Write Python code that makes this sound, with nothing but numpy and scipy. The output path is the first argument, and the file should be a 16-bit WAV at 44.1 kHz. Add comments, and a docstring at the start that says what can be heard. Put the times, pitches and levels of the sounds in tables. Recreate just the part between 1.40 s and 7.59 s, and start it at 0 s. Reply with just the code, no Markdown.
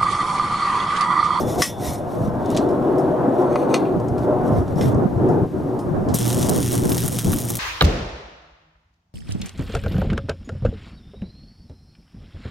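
"""At an open workshop door steel tubes are slid and knocked into line, then a stick-welding arc is struck.
Friction noise and short impacts excite damped modes of the steel, and two close sines sing at the start.
The arc is noise pulsed twice per mains cycle, with droplet bursts and a hum. Behind it a distant
aircraft-like roar swells and fades as noise lifted at the shed's resonances, gusts buffet two microphone
ports as low noise and damped pushes, and a steady hiss and a faint whine remain."""
import sys
import numpy as np
from scipy import signal
from scipy.fft import rfft, irfft, next_fast_len
from scipy.io import wavfile
from scipy.ndimage import uniform_filter1d, map_coordinates

SR = 44100
rng = np.random.default_rng(int(sys.argv[2]) if len(sys.argv) > 2 else 0)


def digitize_waveform(pressure):
    """Quantize a signal to 16-bit integers and store it at the path in sys.argv[1].

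    Rows of a 2-D input are taken as channels; values are limited to [-1, 1].
    """
    field = np.atleast_2d(pressure).T
    bounded = np.clip(field, -1, 1)
    quanta = np.round(bounded * 32767).astype(np.int16)
    wavfile.write(sys.argv[1], SR, quanta)


N = 272974


def amp(db):
    """Logarithmic level: decibels to an amplitude factor."""
    return 10 ** (np.asarray(db) / 20)


def unit(x):
    """Normalisation by effective value: scaled to rms 1."""
    return x / np.sqrt(np.mean(x ** 2) + 1e-20)


def along(points, hz):
    """Spectral envelope: (frequency [Hz], value) points joined on a logarithmic frequency axis."""
    f, v = np.transpose(points)
    return np.interp(np.log(hz + 1), np.log(f + 1), v)


def curves(rows):
    """Temporal envelopes: one curve for each column after the time, very low outside the table."""
    s, *columns = np.transpose(rows)
    t = np.arange(N) / SR
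    return [np.interp(t, s, column, left=-120, right=-120) for column in columns]


def wobble(rate):
    """Slow random modulation: a smooth curve through `rate` random knots a second."""
    knots = rng.standard_normal(int(N * rate / SR) + 4)
    return map_coordinates(knots, [np.arange(N) * rate / SR])


def filtered(x, response):
    """Linear filtering: the spectrum of x is multiplied by a frequency response."""
    m = next_fast_len(x.shape[-1] + 8192)
    spectrum = rfft(x, m) * response(np.fft.rfftfreq(m, 1 / SR))
    return irfft(spectrum, m)[..., :x.shape[-1]]


def pair(colour, alike, patchy_db=0, size=2048):
    """Partial coherence: stereo noise of rms 1, coloured, with a left-right likeness per frequency."""
    z = signal.stft(rng.standard_normal((2, N)), nperseg=size)[2]
    # random gains, smoothed over frequency and time, make the noise patchy
    field = rng.standard_normal(z.shape[1:])
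    field = uniform_filter1d(uniform_filter1d(field, size=3, axis=0), size=4, axis=1)
    noise = signal.istft(z * amp(patchy_db * unit(field)), nperseg=size)[1][:, :N]
    turn = lambda hz: np.arccos(np.clip(alike(hz), -1, 1)) / 2
    mid, side = filtered(noise, lambda hz: colour(hz) * [np.cos(turn(hz)), np.sin(turn(hz))])
    return unit(np.array([mid + side, mid - side]))


# Spectra of the low and high rubbing noise: (frequency [Hz], relative density [dB])
GRIT_LOW_SPECTRUM = [(1000, -40), (1700, -8), (2100, -3), (2700, -7), (3500, 0), (4500, -6), (5200, -30)]
GRIT_HIGH_SPECTRUM = [(4200, -13), (5200, -4.5), (5700, 1.5), (7000, -3.5), (9000, -3), (11000, -3),
                      (13000, -7), (14800, -11), (15300, -61)]
# Damped modes of the long tube: (frequency [Hz], relative strength [dB], 60 dB decay [s])
TUBE_MODES = [(1140, 4, .045), (1780, 5, .04), (1912, -2, .16), (2048, 8, .045), (2240, -13, .18),
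              (2593, -7, .16), (2977, -14, .18), (3270, 5, .035), (4760, -11, .12), (5137, 0, .1),
              (5240, 10, .03), (5351, -1, .14), (5720, -6, .07), (5874, -6, .13), (6075, -6, .12),
              (6300, -5, .12), (6896, -9, .1), (7383, -7, .15), (8200, -7, .15), (8872, -6, .13),
              (9103, -3, .18), (9830, -8, .15), (10730, -7, .15), (11009, -2, .22), (11360, -8, .2),
              (12720, -10, .18), (13470, -10, .16)]
# Damped modes of the rod holder and bench: (frequency [Hz], relative strength [dB], 60 dB decay [s])
HOLDER_MODES = [(906, 17.5, 0.064), (1090, 17, 0.04), (1275, 11, .03), (2040, 3, 0.058), (2250, 3.5, 0.025),
                (2450, 5, 0.058), (2670, 2, 0.028), (2900, 3, 0.034), (3560, -11, 0.04), (3900, -1, .04),
                (4280, -1.5, 0.052), (4680, 3, 0.04), (5830, -5, .03), (6100, 3, 0.035), (6400, 3, 0.019),
                (8440, 9, 0.022), (9660, 1, 0.031)]
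# While the holder is picked up: (start [s], end [s])
HOLDER_TIMES = (2.05, 2.55)
# Damped modes of the rod in its jaws: (frequency [Hz], relative strength [dB], 60 dB decay [s])
ROD_MODES = [(1600, 9, 0.057), (2070, 10, 0.057), (3580, 0, 0.084), (4630, 2, .05), (5380, 14.5, 0.027),
             (7300, -2, .04), (9190, -5, .04), (11000, 9, .04)]
# While the rod is swung over and grazes the steel: (start [s], end [s])
ROD_TIMES = (3.33, 3.6)


def steel():
    """Forced vibration: friction and impacts are heard directly and also drive the resonant modes."""
    high_gain, low_gain, ring_gain = rubbing()
    rub = amp(1.3 * wobble(700)) * pair(np.ones_like, np.ones_like, patchy_db=2.5, size=512)[0]
    low = unit(filtered(rub, lambda hz: amp(along(GRIT_LOW_SPECTRUM, hz))))
    high = unit(filtered(rub, lambda hz: amp(along(GRIT_HIGH_SPECTRUM, hz))))
    direct = np.pad(high_gain * high + low_gain * low, (0, SR))
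    drive = direct * np.pad(ring_gain, (0, SR))
    add_knocks(direct, drive)

    # the modes that ring depend on what is being handled
    now = np.arange(N + SR) / SR
    holding = (now > HOLDER_TIMES[0]) & (now < HOLDER_TIMES[1])
    grazing = (now > ROD_TIMES[0]) & (now < ROD_TIMES[1])
    tube = filtered(drive * ~(holding | grazing), lambda hz: ringing(TUBE_MODES, hz))
    rod = filtered(drive * grazing, lambda hz: ringing(ROD_MODES, hz))
    holder = filtered(drive * holding, lambda hz: ringing(HOLDER_MODES, hz))
    return (direct + tube + holder + rod)[:N]


# Slides of the steel: (peak time [s], rise [s], fall [s], peak level [dB],
# low-grit level over high [dB], drive of the modes over the direct sound [dB])
SLIDES = [(0, .05, 0.063, -40.5, -10, 1.5), (.11, 0.082, 0.16, -41, -10.5, 0.5),
          (0.214, 0.043, 0.13, -30.5, -8, 1.5), (.47, .11, 0.14, -36.5, -10, 1.5),
          (.73, 0.064, 0.11, -54.5, -5, -3), (.85, 0.076, 0.06, -54.5, -5, -1),
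          (1.15, 0.19, 0.17, -56.5, 6, -8), (1.5, .4, 0.46, -70, 2, -1), (2, .1, 0.073, -62, -2, 1),
          (2.21, 0.23, 0.081, -59, 1.5, 13), (2.31, 0.035, 0.099, -59, 0, 17),
          (2.38, 0.1, 0.17, -67, 13, 4), (2.84, 0.094, 0.035, -59, 1, -7),
          (3.08, 0.067, 0.078, -58, -5, -6), (3.17, 0.056, 0.057, -55, -1, 6),
          (3.29, 0.043, 0.056, -64, -1, 1), (3.39, 0.029, 0.11, -48.5, -7, 6.5),
          (3.46, 0.13, 0.093, -47.5, -4.5, -17)]
SLIDE_END_DROP_DB = 30  # fall from a slide's peak after one rise or fall time
JUDDER_DB, REST_DB = 1.5, -69  # stick-slip unevenness, faint rubbing between slides


def rubbing():
    """Stick-slip friction: juddering gains of high and low grit and of the ring swell with each slide."""
    t, judder = np.arange(N) / SR, amp(JUDDER_DB * wobble(70))
    high, low, ring = (np.full(N, amp(REST_DB)) for _ in range(3))
    for s, rise_s, fall_s, db, low_db, ring_db in SLIDES:
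        distance = (t - s) / np.where(t < s, rise_s, fall_s)
        gain = amp(db - SLIDE_END_DROP_DB * distance ** 2)
        high = high + gain
        low = low + amp(low_db) * gain
        ring = ring + amp(ring_db) * gain
    return judder * high, judder * low, ring / high


# Single contacts: (time [s], relative level [dB], centre frequency [Hz], width [octaves],
# relative drive of the modes [dB], 60 dB decay of the noise puff [s])
CONTACTS = [(0.183, -41, 5400, 1, -1, .14), (.22, -13, 1990, 2.5, -1.5, 0.13),
            (1.059, -33, 5530, .5, -20, .04), (1.103, -30, 5770, 0.97, -17, .032),
            (1.113, -36, 6900, 1.3, -13, .05), (1.148, -28, 4000, 0.59, -17, 0.13),
            (1.166, -23.5, 4400, 1.3, -24, 0.02), (1.172, -16.5, 4180, 0.75, -31, 0.097),
            (1.289, -44.5, 5000, 1.2, -7, 0.19), (1.582, -40.5, 8000, 0.89, -5, 0.16),
            (2.018, -46, 6200, 0.46, -16, .05), (2.156, -22, 950, 1.47, -1.5, 0.04),
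            (2.341, -16.5, 2900, 1.15, -1.5, 0.12), (2.452, -36, 2400, 0.58, -5, 0.23),
            (2.6, -43, 7000, .9, -12.5, .05), (2.684, -38.5, 6400, 0.61, -8, 0.056),
            (2.781, -37, 3000, 1.1, -20, 0.085), (2.792, -44, 6280, .4, -20, .03),
            (3.078, -42, 7300, .3, -10, .08), (3.28, -43, 6000, .5, -20, .04),
            (3.358, -50, 5800, 0.6, -4, 0.1), (3.411, -27.5, 2900, 0.87, -3, 0.2),
            (3.443, -38, 10000, .6, -20, .03), (3.517, -42, 6500, .3, -20, .03),
            (3.546, -39, 6600, .4, -20, .05), (3.887, -46, 7600, 0.87, -5, 0.27),
            (4.391, -40.5, 7450, 1.2, -4, .11), (4.687, -34, 4100, 0.9, -17, 0.26)]
UNEVEN_DB = 1  # random spectral unevenness of a contact


def add_knocks(direct, drive):
    """Impulsive excitation: each contact adds a push and decaying noise to the direct sound and drive."""
    t = np.arange(SR // 4) / SR
    for s, db, centre_hz, octaves, share_db, t60 in CONTACTS:
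        bell = lambda hz: np.exp(-.5 * (np.log2((hz + 1) / centre_hz) / octaves) ** 2)
        edges = lambda hz: 1 / (1 + (700 / (hz + 1)) ** 4) / (1 + (hz / 12500) ** 8)
        knots = rng.standard_normal(60)  # one every 300 Hz
        uneven = lambda hz: amp(UNEVEN_DB * np.interp(hz / 300, np.arange(len(knots)), knots))
        decay = amp(-60 * t / 0.011) + amp(-1.0 - 60 * t / t60)
        puff = decay * rng.standard_normal(len(t))
        push = np.arange(len(t)) == 20  # a one-sample push sets the modes ringing
        contact = np.array([puff + 5.6 * push, 0.69 * puff + 14 * push])
        contact = amp(db - 2.5) * filtered(contact, lambda hz: bell(hz) * edges(hz) * uneven(hz))
        direct[round(s * SR):][:len(t)] += contact[0]
        drive[round(s * SR):][:len(t)] += amp(share_db + 12.5) * contact[1]


def ringing(modes, hz):
    """Modal superposition: a causal sum of damped resonances, each bandwidth set by its decay time."""
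    response = 0
    for k, (centre_hz, db, t60) in enumerate(modes):
        width_hz = np.log(1000) / np.pi / t60
        mode = 1j * hz * 50 / (centre_hz * centre_hz - hz * hz + 1j * hz * width_hz)
        response = response + (-1) ** k * amp(db) * mode  # neighbours alternate in sign
    return response


# Singing of the long tube: (time [s], rms level of each line [dB], gap to the upper line [Hz])
SINGING = [(0, -54, 120), (.05, -56, 118), (.12, -54, 119), (.18, -62, 126), (.24, -57, 192),
           (.3, -50, 181), (.42, -60, 181), (.49, -55, 130), (.56, -71, 170), (.62, -67, 170),
           (.66, -80, 150)]
SING_HZ = 3432  # the lower line


def singing():
    """Superposition of close tones: two wavering lines of the long tube beat until they fade early on."""
    level_db, gap_hz = curves(SINGING)
    lines = 0
    for upper in range(2):
        phase = 2 * np.pi * np.cumsum(SING_HZ + upper * gap_hz) / SR + 0.4 * wobble(20)
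        lines = lines + amp(level_db + 1.3 * wobble(22.0)) * np.sqrt(2) * np.sin(phase)
    return lines


# Course of the arc: (time [s], relative crackle level [dB], rms hum level [dB])
ARC_COURSE = [(4.741, -26, -40), (4.83, -24, -22.5), (5.15, -26.5, -29), (5.38, -24, -25.5),
              (5.43, -30, -37), (5.53, -26.5, -24), (5.76, -28, -31.5), (5.98, -28, -39),
              (6.06, -30, -25.5), (6.1, -28, -30), (6.14, -30, -29), (6.19, -31, -30)]
# Spectrum of the sizzle: (frequency [Hz], relative density [dB])
SIZZLE_SPECTRUM = [(900, -12.5), (1600, -9), (2500, -10), (3200, -5), (4000, -8), (4700, -10), (5500, -3.5),
                   (6800, -4.5), (7700, -6.5), (8900, -2), (10500, -6.5), (13000, -11), (15000, -19),
                   (16000, -20)]
# Left-right likeness of the sizzle's noise: (frequency [Hz], correlation [-1 to 1])
SIZZLE_LIKENESS = [(2000, 0.98), (4000, 1), (8500, 1), (11000, 1), (14000, 0.93)]
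# Echo of each droplet burst off the concrete below: (delay [s], level [dB])
GROUND_ECHO = (.0043, -4)
PULSE_HZ = 120  # twice the mains frequency
TREBLE_DB_PER_S = 3  # the top of the sizzle grows as the arc settles


def arc():
    """Modulated discharge noise: the arc flares each mains half cycle, spits, bursts droplets and hums."""
    level_db, hum_db = curves(ARC_COURSE)
    cycles = (np.arange(N) / SR - .004) * PULSE_HZ  # flares peak at whole numbers
    strengths = amp(2.2 * rng.standard_normal(int(N / SR * PULSE_HZ) + 2))
    strength = strengths[np.round(cycles).astype(int)]
    flare = .45 + strength * np.cos(np.pi * cycles) ** 4

    # random clicks, likelier during a flare
    spit_now = rng.random(N) < 400 / SR * flare
    spit_size = amp(np.minimum(4 * rng.exponential(1, N), 14))
    spits = spit_now * spit_size * rng.choice([-1, 1], N)
    # the colour of the sizzle keeps shifting
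    patches = pair(np.ones_like, lambda hz: along(SIZZLE_LIKENESS, hz), patchy_db=0.5, size=256)
    colour = lambda hz: amp(along(SIZZLE_SPECTRUM, hz))
    sizzle = unit(filtered(flare * patches + 2.5 * spits, colour))
    out = amp(level_db - 7.0 + 1.0 * wobble(30)) * sizzle

    bursts = droplets(colour)
    echo_s, echo_db = GROUND_ECHO
    out = out + bursts + amp(echo_db) * np.pad(bursts, (round(echo_s * SR), 0))[:N]
    grown = amp(TREBLE_DB_PER_S * (np.arange(N) / SR - ARC_COURSE[0][0]))
    out = out + (grown - 1) * filtered(out, lambda hz: 1 / (1 + (11000 / (hz + 1)) ** 8))
    return out + amp(hum_db) * np.sqrt(2) * np.cos(2 * np.pi * (cycles + 0.22))


# Droplets bursting: (time [s], relative level [dB], tilt [dB per octave], low thud level [dB])
DROPLETS = [(4.7404, -16.5, 3, -25), (4.744, -8, 9, -25), (4.752, -8, 13, -5), (4.7545, -10, 2, -27),
            (4.7606, -14, 12, -25), (4.7687, -15, 3, -25), (4.7873, -12, 4, -9), (4.8119, -23, -8, -10),
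            (4.8611, -20, 0, -25), (4.879, -14, 14, -6), (4.8863, -15, 2, -5), (4.894, -15, 3, -25),
            (4.903, -15.5, -7, 4), (4.9284, -18, 3, -25), (4.9455, -12, 9, -18), (5.013, -16, 1, -25),
            (5.0287, -12, -2, -15), (5.0464, -20, -3, -25), (5.088, -15, 0, -25), (5.0946, -4.5, 5.5, -23),
            (5.1618, -17, 0, -25), (5.229, -14, -2, -25), (5.2449, -22, 6, -25), (5.2846, -19, 9, -25),
            (5.3193, -18, 17, -25), (5.33, -14, -1, -5), (5.3534, -13.5, 1.5, -25), (5.3787, -21, 0, 0),
            (5.454, -15, -3, -25), (5.494, -12, 6, -25), (5.5035, -15, 13, -25), (5.519, -12, -3, -25),
            (5.5274, -14, 16, -9), (5.5463, -12, 0, -25), (5.5683, -15, 7, 0), (5.5801, -7.5, 2.5, -18),
            (5.5928, -15, 1, -11), (5.6046, -13, 4, -13), (5.6273, -27, -6, -25), (5.6365, -17, 2, -25),
            (5.661, -14, 8, -5), (5.68, -7.5, 8, 3.5), (5.7256, -21, 5, -27), (5.787, -6, -0.5, -4),
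            (5.7953, -13, 0, -25), (5.8457, -15, 0, -25), (5.9192, -15, 3, -3), (5.9269, -15, 7, -25),
            (5.932, -17, -6, 8.5), (5.9374, -14, 16, -25), (5.962, -18, 7, -25), (5.9859, -15, 8, -25),
            (6.0022, -16, 3, -25), (6.0135, -18, 3, -25), (6.0507, -17, 9, -23), (6.087, -17, 13, -25),
            (6.0974, -18, 9, -25), (6.103, -9.5, 6, -1), (6.154, -9.5, 4, -11), (6.1694, -12, 5, -27)]


def droplets(colour):
    """Impulsive radiation: a bursting droplet gives one push with decaying noise, as crack and thud."""
    t, bursts = np.arange(SR // 20) / SR, np.zeros(N)
    for s, db, tilt_db, low_db in DROPLETS:
        decay = amp(-60 * t / 0.00068) + amp(-16.5 - 60 * t / 0.02)
        snap = decay * rng.standard_normal(len(t))
        snap[40] += 1.6  # the droplet bursts in one push
        tilt = lambda hz: amp(tilt_db * np.log2(np.clip(hz, 2500, 13000) / 6500))
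        crack = filtered(snap, lambda hz: 1j * colour(hz) * tilt(hz))
        thud = amp(low_db) * filtered(snap, lambda hz: 1 / (1 + (hz / 1400) ** 4))
        at = bursts[round(s * SR):][:len(t)]
        at += amp(db) * ((crack + thud) / np.abs(crack).max())[:len(at)]
    return bursts


# Strength of the walls' answer: (frequency [Hz], gain [dB])
WALL_ANSWER = [(100, -16), (2000, -9.5), (4500, -16), (8000, -32), (12500, -3.5)]


def room(x):
    """Reverberation: convolution with short decaying noise, different at each port, answers for the walls."""
    t = np.arange(SR // 4) / SR
    tail = amp(-60 * t / 0.029) * rng.standard_normal((2, len(t)))
    wet = signal.fftconvolve(x[None], tail / np.linalg.norm(tail[0]), axes=1)[:, :N]
    return filtered(wet, lambda hz: amp(along(WALL_ANSWER, hz)))


# Course of the roar: (time [s], relative level [dB], relative brightness [dB])
ROAR_COURSE = [(0, -24, -1), (.2, -22.5, -3), (.55, -32, 1), (.9, -27.5, 0.5), (1.28, -17, -5),
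               (1.9, -19, -1), (2.45, -15.5, -6), (2.7, -19, -6), (3, -21, -1.5), (3.5, -21.5, -5.5),
               (3.96, -18.5, -9), (4.3, -23.5, -8.5), (4.65, -27.5, -3), (5.1, -25.5, -3),
               (5.46, -24.5, -32), (5.75, -37, 0.5), (5.9, -26, -9.5), (6.19, -41, -1)]
# Spectra of the roar's body and top: (frequency [Hz], relative density [dB])
ROAR_BODY_SPECTRUM = [(80, -72), (130, -3.5), (200, -11), (300, 0), (420, -2), (600, -26.5), (900, -120)]
ROAR_TOP_SPECTRUM = [(300, -88), (480, 0), (700, -1.5), (1000, -9), (1500, -20), (2200, -38.5),
                     (3500, -45.5), (8000, -91), (14000, -120)]
# Air resonances of the shed: (frequency [Hz], width [Hz], lift [dB])
SHED_RESONANCES = [(241, 11.6, 10.5), (285.8, 6.1, 7.5), (367.3, 20, 6.5), (484, 13, 5.5), (604, 16, 5),
                   (722, 13, 6), (889, 9.5, 5), (1047, 12, 4.5)]
# Phase lead of the left port over the right, in the roar's top: (frequency [Hz], lead [rad])
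ROAR_PHASE = [(200, -0.32), (860, -0.72), (1640, -0.39), (3400, 0.04)]
TOP_SPARED = 0.13  # share of a lull that the upper roar escapes


def roar():
    """Cavity resonance: broad noise, stronger on the left, is lifted at the shed's air resonances."""
    level_db, bright_db = curves(ROAR_COURSE)
    lull_db = lulls_db()
    shed = lambda hz: amp(sum(db / (1 + ((hz - c) / w * 2) ** 2) for c, w, db in SHED_RESONANCES))
    body_colour = lambda hz: amp(along(ROAR_BODY_SPECTRUM, hz)) * shed(hz)
    top_colour = lambda hz: amp(along(ROAR_TOP_SPECTRUM, hz)) * shed(hz)
    body = pair(body_colour, lambda hz: 0.89 + 0 * hz, patchy_db=0.5)
    top = pair(top_colour, lambda hz: along([(600, 0.89), (1500, 0.62)], hz), patchy_db=2.0)
    top = filtered(top, lambda hz: np.exp(.5j * along(ROAR_PHASE, hz) * [[1], [-1]]))
    top = top * amp(bright_db - TOP_SPARED * lull_db + 1.0 + 0.06 * wobble(66))
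    level = amp(level_db + lull_db - 2.5 + 1.23 * wobble(12))
    return level * (body + top) * amp([[.7], [-.7]])


# Dips shared by roar and wind: (time [s], depth in the roar's body [dB], hold [s], return [s])
LULL_TIMES = [(0.212, -13, 0.022, 0.15), (2.555, -5, 0.05, 0.23), (2.786, -1.5, 0.016, 0.051),
              (3.218, -7.5, 0.11, 0.032), (3.38, -2, 0.016, 0.035), (3.647, -9.5, 0.013, 0.12),
              (4.045, -13.5, 0.036, 0.041), (4.734, -8, 0.048, 0.13), (5.227, -5.5, 0.1, 0.051),
              (5.773, -11, 0.017, 0.034)]
LULL_FALL_S = 0.034


def lulls_db():
    """Common amplitude modulation: each dip falls quickly, holds and returns steadily in decibels."""
    t, total_db = np.arange(N) / SR, 0
    for s, db, hold_s, back_s in LULL_TIMES:
        corners = np.cumsum([0, LULL_FALL_S, abs(hold_s), abs(back_s)])
        total_db = total_db + db * np.interp(t - s, corners, [0, 1, 1, 0])
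    return total_db


# Course of the wind: (time [s], relative buffet level [dB], relative flutter over buffet [dB])
WIND_COURSE = [(0, -26.5, -12), (.45, -28, -14), (.72, -34, 10), (.85, -20.5, -16), (1.05, -29, -8),
               (2.15, -32, -4), (2.38, -39, 12), (2.57, -23.5, -8), (2.76, -23.5, -11), (2.95, -25, -7),
               (3.12, -18.5, -2.5), (3.55, -20, 6.5), (4.05, -21, -0.5), (4.4, -31.5, 3.5),
               (4.55, -21, 2.5), (5, -21.5, 5.5), (5.53, -22, 7.5), (5.76, -27, -1.5), (5.87, -14, -3.5),
               (6.03, -29.5, 1.5), (6.19, -30.5, 1)]
# Spectra of the buffeting and the flutter: (frequency [Hz], relative density [dB])
RUMBLE_SPECTRUM = [(20, -15), (40, -13.5), (70, -7), (120, 1), (180, -2), (300, -10), (600, -47),
                   (1200, -69), (2400, -120)]
FLUTTER_SPECTRUM = [(40, -46), (80, -14), (200, -2.5), (350, -3), (600, -11), (1000, -18.5), (1600, -28),
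                    (3000, -57), (6000, -120)]
# Gust blows: (time [s], relative level [dB], frequency [Hz], left over right [dB])
BLOWS = [(0.476, -17, 83, -8), (0.809, -7.5, 131, 1), (0.876, -8.5, 200, -5), (1.093, -6.5, 255, 1),
         (1.192, -4, 258, 2), (1.389, -5.5, 295, 2), (1.88, -5, 270, 3), (2.566, -10.5, 185, -14),
         (2.713, -8.5, 120, -7), (3.179, -8, 84.5, -1), (3.36, -7, 171, 5), (3.479, -14, 118, -6),
         (3.561, -6.5, 142, -1), (3.654, -4, 200, -9), (3.76, -7, 119, 3), (4.02, -11, 144, 8),
         (4.511, -8, 159, 7), (5.455, -15, 176, -23), (5.647, -8.5, 129, 6), (5.851, -16, 110, 0)]
WIND_FEELS = 0.7  # depth of a lull in the wind over its depth in the roar


def wind():
    """Turbulent pressure: lumpy buffeting, flutter that differs between ports, and single blows."""
    buffet_db, flutter_db = curves(WIND_COURSE)
    buffet_db = buffet_db + WIND_FEELS * lulls_db()
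    rumble = pair(lambda hz: amp(along(RUMBLE_SPECTRUM, hz)), lambda hz: 0.72 + 0 * hz)
    rumble = unit(amp(1.54 * wobble(25)) * rumble)
    eddies = amp(1.46 * wobble(14) + 3.96 * np.array([wobble(40), wobble(40)]))
    flutter = pair(lambda hz: amp(along(FLUTTER_SPECTRUM, hz)), lambda hz: -.2 + 0 * hz)
    flutter = unit(eddies * flutter)
    out = amp(buffet_db - 1.0) * rumble + amp(buffet_db + flutter_db - 6.5) * flutter
    t = np.arange(SR // 10) / SR
    for s, db, hz, pan_db in BLOWS:
        # the membrane is pushed and swings back for a cycle or two
        blow = np.sin(2 * np.pi * hz * t) * t * hz * np.exp(-t * hz * 1.18) * np.e
        at = out[:, round(s * SR):][:, :len(t)]
        at += amp(db - 4.5) * amp([[pan_db / 2], [-pan_db / 2]]) * blow[:at.shape[1]]
    return out


# Spectrum of the steady hiss: (frequency [Hz], relative density [dB])
HISS_SPECTRUM = [(1500, 1.5), (2500, -5.5), (3500, -9.5), (5300, -11), (9000, -15), (13500, -14.5),
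                 (14200, -19), (14500, -120)]
# Left-right likeness of the hiss: (frequency [Hz], correlation [-1 to 1])
HISS_LIKENESS = [(2000, 0.93), (4000, 1), (9000, 1), (12000, 0.77), (14000, 0.46)]
HISS_DB = -53  # rms


def steady_hiss():
    """Stationary noise: a constant coloured hiss, less alike left and right at the top."""
    return amp(HISS_DB) * pair(lambda hz: amp(along(HISS_SPECTRUM, hz)), lambda hz: along(HISS_LIKENESS, hz))


# Faint tone: (frequency [Hz], mean peak level [dB])
WHINE_TONE = (11520, -76)


def faint_whine():
    """Pure tone: a sine of fixed pitch whose level wavers slowly."""
    hz, db = WHINE_TONE
    return amp(db + 1.5 * wobble(8)) * np.sin(2 * np.pi * hz * np.arange(N) / SR)


def scene():
    """Superposition: near-central work and its wall reflections join roar, wind, hiss and whine."""
    work = steel() + singing() + arc()
    near = work * amp([[.2], [-.2]]) + room(work.mean(axis=0))
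    return near + roar() + wind() + steady_hiss() + faint_whine()


TOP_HZ = 16000


def record(dry):
    """Band limitation: nothing at or above the top frequency is kept."""
    return filtered(dry, lambda hz: hz < TOP_HZ)


dry = scene()
out = record(dry)
digitize_waveform(out)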